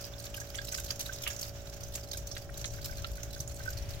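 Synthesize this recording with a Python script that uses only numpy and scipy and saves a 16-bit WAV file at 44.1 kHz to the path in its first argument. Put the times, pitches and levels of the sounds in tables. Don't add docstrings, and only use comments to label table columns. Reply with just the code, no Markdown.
import sys
import numpy as np
from scipy import signal
from scipy.io import wavfile
from scipy.ndimage import uniform_filter1d

SR = 44100
rng = np.random.default_rng(int(sys.argv[2]) if len(sys.argv) > 2 else 0)


def wav_out(sig):
    wavfile.write(sys.argv[1], SR, np.round(np.clip(np.atleast_2d(sig).T, -1, 1) * 32767).astype(np.int16))


N = 176400

# time_s, level_db
RUMBLE_SWELL = [(0, -49), (.6, -46.5), (1.1, -47), (1.7, -45.5), (2.3, -45.5), (3, -40), (3.3, -44.5),
                (4, -40)]
# frequency_hz, gain_db
RUMBLE_EQ = [(15, -5.5), (30, -17), (52, 4), (85, -1.5), (125, -5), (180, -21), (300, -35), (800, -56)]
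# frequency_hz, gain_db
AIR_EQ = [(200, 0), (450, -2.5), (800, -5.5), (1100, -12), (2500, -24.5), (16000, -39)]
HUM_HARMONICS = [-3, 1, -6, -13, -10.5, -12.5, -9.5, -12.5, -15.5, 0.5, -5.5, -9.5, -17.5, -14.5, -21]
# time_s, level_db
SLEEVE_FADE = [(3.5, -81), (3.63, -57.5), (4, -54.5)]
# frequency_hz, gain_db
SLEEVE_EQ = [(700, -13), (2400, -3.5), (7000, -18)]
# time_s, level_db
TRICKLE_FLOW = [(0, -53), (.6, -53.5), (1.3, -51.5), (1.56, -54), (2.05, -57.5), (3.0, -53.5), (3.55, -56),
                (3.7, -53.5), (4, -55)]
# frequency_hz, gain_db
WASH_EQ = [(700, -13.5), (1200, 2.5), (1550, 7), (1900, 0.5), (3300, 2), (4500, -2.5), (5700, 6.5),
           (7200, 0), (9300, -16), (12000, -8.5), (15500, -2.5)]
# start_s, level_db, pitch_hz
PUDDLE_DROPS = [(0.136, -51, 3520), (0.3755, -49.5, 1584), (.413, -49, 1660), (0.586, -41, 1625),
                (0.613, -52, 1640), (0.729, -50.5, 1526), (0.78, -47.5, 1530), (1.092, -42.5, 1550),
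                (1.265, -50, 1210), (1.273, -37, 2865), (1.302, -49, 1660), (2.143, -55, 1550),
                (2.784, -57, 1543), (2.891, -50.5, 1544), (2.923, -52, 1550), (3.042, -46, 1360),
                (3.176, -54, 1495), (3.361, -54.5, 1540), (3.601, -52, 1540), (3.656, -48, 1520),
                (3.677, -37, 1514)]
# start_s, level_db, high_cut_hz
STONE_DROPS = [(0.264, -44, 5300), (0.584, -40.5, 4320), (0.7433, -35, 6000), (0.9058, -38.5, 7000),
               (1.2629, -35, 3170), (1.2733, -42, 3300), (1.975, -48, 3000), (2.367, -38.5, 6200),
               (2.4925, -48, 2170), (2.6436, -35, 6400), (3.0452, -36, 4070)]
# delay_s, gain_db
SMACK_ARRIVALS = [(0, -0.5), (.0038, -0.5), (.0063, -7)]
# frequency_hz, gain_db
SPRAY_EQ = [(300, -5), (900, -3.5), (1600, -4), (2300, 2), (4000, 4.5), (6500, 11.5), (9500, 1), (12500, 9),
            (15500, 4.5)]
# start_s, bubbles_db, bubble_pitch_hz, spray_db
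GRAVEL_DROPS = [(0.0389, -41, 5120, -65), (0.3408, -42, 2930, -52), (0.364, -63, 6000, -47),
                (0.399, -41, 6200, -51.5), (0.5434, -42.5, 2590, -51), (0.5537, -39, 7400, -67),
                (0.583, -42.5, 3700, -71), (0.6458, -44, 6970, -50), (0.6833, -40.5, 4920, -50),
                (0.7205, -37.5, 6280, -46), (0.744, -36, 5000, -48), (0.7725, -43, 6800, -47.5),
                (0.782, -43.5, 3600, -51), (0.796, -42.5, 6400, -47), (0.841, -45, 6300, -49),
                (0.904, -32, 5640, -44.5), (0.9921, -42, 6360, -44), (1.0051, -36.5, 6400, -42),
                (1.0592, -41.5, 4180, -48), (1.1314, -41, 6540, -56), (1.2181, -53, 5600, -46.5),
                (1.233, -41.5, 3040, -45), (1.2729, -35.5, 2740, -41.5), (1.3027, -37, 6360, -59),
                (1.3616, -41.5, 6070, -55), (1.3901, -44, 6150, -47.5), (1.41, -44, 7000, -44),
                (1.4264, -38, 5420, -47), (1.832, -43.5, 5940, -52.5), (1.9371, -51.5, 3630, -49),
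                (1.9508, -37.5, 6840, -41), (2.1121, -37, 5780, -50.5), (2.1302, -40.5, 4050, -46),
                (2.1697, -42.5, 6350, -44.5), (2.2697, -46, 6360, -49), (2.3134, -38, 5640, -74),
                (2.5729, -46, 6850, -48.5), (2.6112, -45, 6170, -53), (2.6527, -36, 6380, -71),
                (2.8424, -41.5, 4630, -46), (2.853, -47, 6960, -44), (3.2286, -41.5, 6600, -48.5),
                (3.4005, -37.5, 6230, -46), (3.4752, -42, 7700, -59), (3.77, -44, 4870, -55)]

SPLAT_RISE_S, SPLAT_HOLD_UNTIL_S, SPLAT_DECAY_S = .003, .0075, .0032
WATER_PAN_DB = -5


def amp(db):
    return 10 ** (np.asarray(db) / 20)


def unit(x):
    return x / np.sqrt(np.mean(x ** 2) + 1e-20)


def match_energy(x, reference):
    return x * np.linalg.norm(reference) / np.linalg.norm(x)


def pan(db):
    return amp(db * np.array([[1], [-1]]))


def fader(points):
    return amp(np.interp(np.arange(N) / SR, *np.transpose(points)))


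def drift(first_window, second_window):
    return unit(uniform_filter1d(uniform_filter1d(rng.standard_normal(N), first_window), second_window))


def add(mix, start_s, sound):
    part = mix[..., max(round(start_s * SR), 0):][..., :sound.shape[-1]]
    part += sound[..., :part.shape[-1]]


def equalise(x, eq):
    points_hz, db = np.transpose(eq)
    hz = abs(np.fft.fftfreq(8192, 1 / SR))
    log_gain = np.log(amp(np.interp(np.log(hz + 1), np.log(points_hz), db)))
    kernel = np.fft.ifft(np.exp(np.conj(signal.hilbert(log_gain)))).real
    return signal.oaconvolve(x, kernel[:len(hz) // 2])[:len(x)]


def stereo_noise(eq, correlation):
    left, other = (unit(equalise(white, eq)) for white in rng.standard_normal((2, N)))
    return np.array([left, correlation * left + np.sqrt(1 - correlation ** 2) * other])


def rumble_and_air(air_db=-57.5):
    swell = fader(RUMBLE_SWELL)
    rumble = swell * stereo_noise(RUMBLE_EQ, correlation=.8) * pan(0.9 * unit(swell) ** 2)
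    return rumble + amp(air_db) * stereo_noise(AIR_EQ, correlation=.46)


def thump(peak_s=3.405, level_db=-29.5, pitch_hz=118, fade_s=.006):
    t = np.arange(N) / SR - peak_s
    return amp(level_db) * np.exp(-abs(t) / fade_s) * np.sin(2 * np.pi * pitch_hz * t)


def machine(pulse_hz=56.43, level_db=-49.5, waver=.0015, smear=.34):
    turns = np.cumsum(pulse_hz * (1 + waver * drift(SR // 8, SR // 8))) / SR
    harmonics = np.arange(1, len(HUM_HARMONICS) + 1)
    phases = smear * (harmonics - 3) * rng.standard_normal(len(harmonics))
    hum = sum(amp(db) * np.cos(2 * np.pi * k * turns + phase)
              for k, db, phase in zip(harmonics, HUM_HARMONICS, phases))
    return amp(level_db) * pan(-1.74) * unit(hum)


def sleeve():
    return fader(SLEEVE_FADE) * stereo_noise(SLEEVE_EQ, correlation=.11)


def beside_hull(drop, pan_db, scatter_db=4, tail_db=-1):
    left_lead_s, scatter_s, tail_s = .000218, .00067, .026
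    t = np.arange(SR // 10) / SR
    decays = np.exp(-t / np.array([[scatter_s], [tail_s]])) * (t > left_lead_s)
    sides = []
    for delay_s in (0, left_lead_s):
        scatter, tail = rng.standard_normal((2, len(t))) * decays
        path = np.sinc((t - delay_s) * SR)
        path += amp(scatter_db) * scatter / np.linalg.norm(scatter)
        path += amp(tail_db) * tail / np.linalg.norm(tail)
        sides.append(match_energy(signal.fftconvolve(drop, path), drop))
    return pan(pan_db) * np.array(sides)


def splat_envelope():
    t = np.arange(SR // 20) / SR
    return np.minimum(t / SPLAT_RISE_S, 1) * np.exp(-np.maximum(t - SPLAT_HOLD_UNTIL_S, 0) / SPLAT_DECAY_S)


def crackle(size, grain_db=4):
    return unit(rng.standard_normal(size) * amp(grain_db * np.minimum(rng.exponential(1, size), 2)))


def bubbles(centre_hz, count, spread=.13, climb=.18, typical_hz=6000, lowest_hz=1180):
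    envelope = splat_envelope()
    t, cluster = np.arange(len(envelope)) / SR, np.zeros(len(envelope))
    for lateness, detune in zip(rng.random(count), rng.standard_normal(count)):
        hz = centre_hz * np.exp(spread * np.sqrt(typical_hz / centre_hz) * detune + climb * (lateness - .5))
        hz = max(hz, lowest_hz * (1 + lateness))
        decay_s = 9.7 / np.sqrt(hz * typical_hz)
        ring = np.sin(2 * np.pi * hz * t) * np.exp(-t / decay_s)
        add(cluster, lateness * SPLAT_HOLD_UNTIL_S, np.exp(-detune ** 2 / 2) * ring)
    return match_energy(cluster, envelope)


def trickle(droplets_per_s=58, centre_hz=5444, pitch_spread=.34, flicker_db=2.5):
    flow, count = fader(TRICKLE_FLOW), int(droplets_per_s * N / SR)
    flicker = amp(flicker_db * drift(SR // 50, SR // 100))
    wash = flow * flicker * stereo_noise(WASH_EQ, correlation=.04) * pan(WATER_PAN_DB / 2)
    droplets = []
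    for when, size, pitch, wetness in rng.uniform(-1, 1, (count, 4)):
        start = int((when + 1) / 2 * (N - 1))
        bubbles_db = 20 * np.log10(flow[start]) + 6 * size
        spray_db = bubbles_db - 6 + 3 * wetness
        droplets.append((start / SR, bubbles_db, centre_hz * np.exp(pitch_spread * pitch), spray_db))
    return wash + splats(droplets, bubble_count=3)


def plinks(rise_cycles=10.5, decay_cycles=6.7, glide_per_s=.8, boost_db=8.5, splash_db=-54):
    t, out = np.arange(SR // 20) / SR, np.zeros((2, N))
    for start_s, level_db, hz in PUDDLE_DROPS:
        rise_s, decay_s = rise_cycles / hz, decay_cycles / hz
        envelope = np.minimum(t / rise_s, 1) ** .5 * np.exp(-np.maximum(t - rise_s, 0) / decay_s)
        turns = np.cumsum(hz * (1 + glide_per_s * (t - rise_s))) / SR
        ring = amp(level_db + boost_db) * envelope * np.sin(2 * np.pi * turns)
        splash = amp(splash_db) * bubbles(hz, count=8)
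        add(out, start_s, beside_hull(ring + splash, pan_db=-4, scatter_db=-6, tail_db=-18))
    return out


def smacks(low_cut_hz=1330, click_decay_s=.0002):
    t, out = np.arange(SR // 40) / SR, np.zeros((2, N))
    for start_s, level_db, high_cut_hz in STONE_DROPS:
        arrivals = np.zeros(len(t))
        for delay_s, gain_db in SMACK_ARRIVALS:
            click = (t == 0) + .5 * np.exp(-t / click_decay_s) * rng.standard_normal(len(t))
            add(arrivals, delay_s, amp(gain_db) * unit(click))
        band = signal.butter(3, [low_cut_hz, high_cut_hz], "bandpass", fs=SR, output="sos")
        crack = amp(level_db) * match_energy(signal.sosfilt(band, arrivals), splat_envelope())
        add(out, start_s, beside_hull(crack, pan_db=-1, scatter_db=5, tail_db=-7))
    return out


def splats(drops, bubble_count, spray_trim_db=3, bubbles_trim_db=-.5):
    spray, rings, envelope = np.zeros((2, N)), np.zeros((2, N)), splat_envelope()
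    for start_s, bubbles_db, hz, spray_db in drops:
        burst = amp(spray_db) * envelope * crackle(len(envelope))
        add(spray, start_s, beside_hull(burst, pan_db=0))
        cluster = amp(bubbles_db) * bubbles(hz, bubble_count)
        add(rings, start_s, beside_hull(cluster, pan_db=WATER_PAN_DB))
    bright_spray = np.array([equalise(side, SPRAY_EQ) for side in spray])
    return amp(spray_trim_db) * bright_spray + amp(bubbles_trim_db) * rings


def scene():
    backdrop = machine() + rumble_and_air() + thump() + sleeve()
    return backdrop + splats(GRAVEL_DROPS, bubble_count=14) + smacks() + plinks() + trickle()


def record(dry):
    high_cut = signal.firwin(511, 16000, window=("kaiser", 9), fs=SR)
    return signal.oaconvolve(dry, high_cut[None], "same")


dry = scene()
out = record(dry)
wav_out(out)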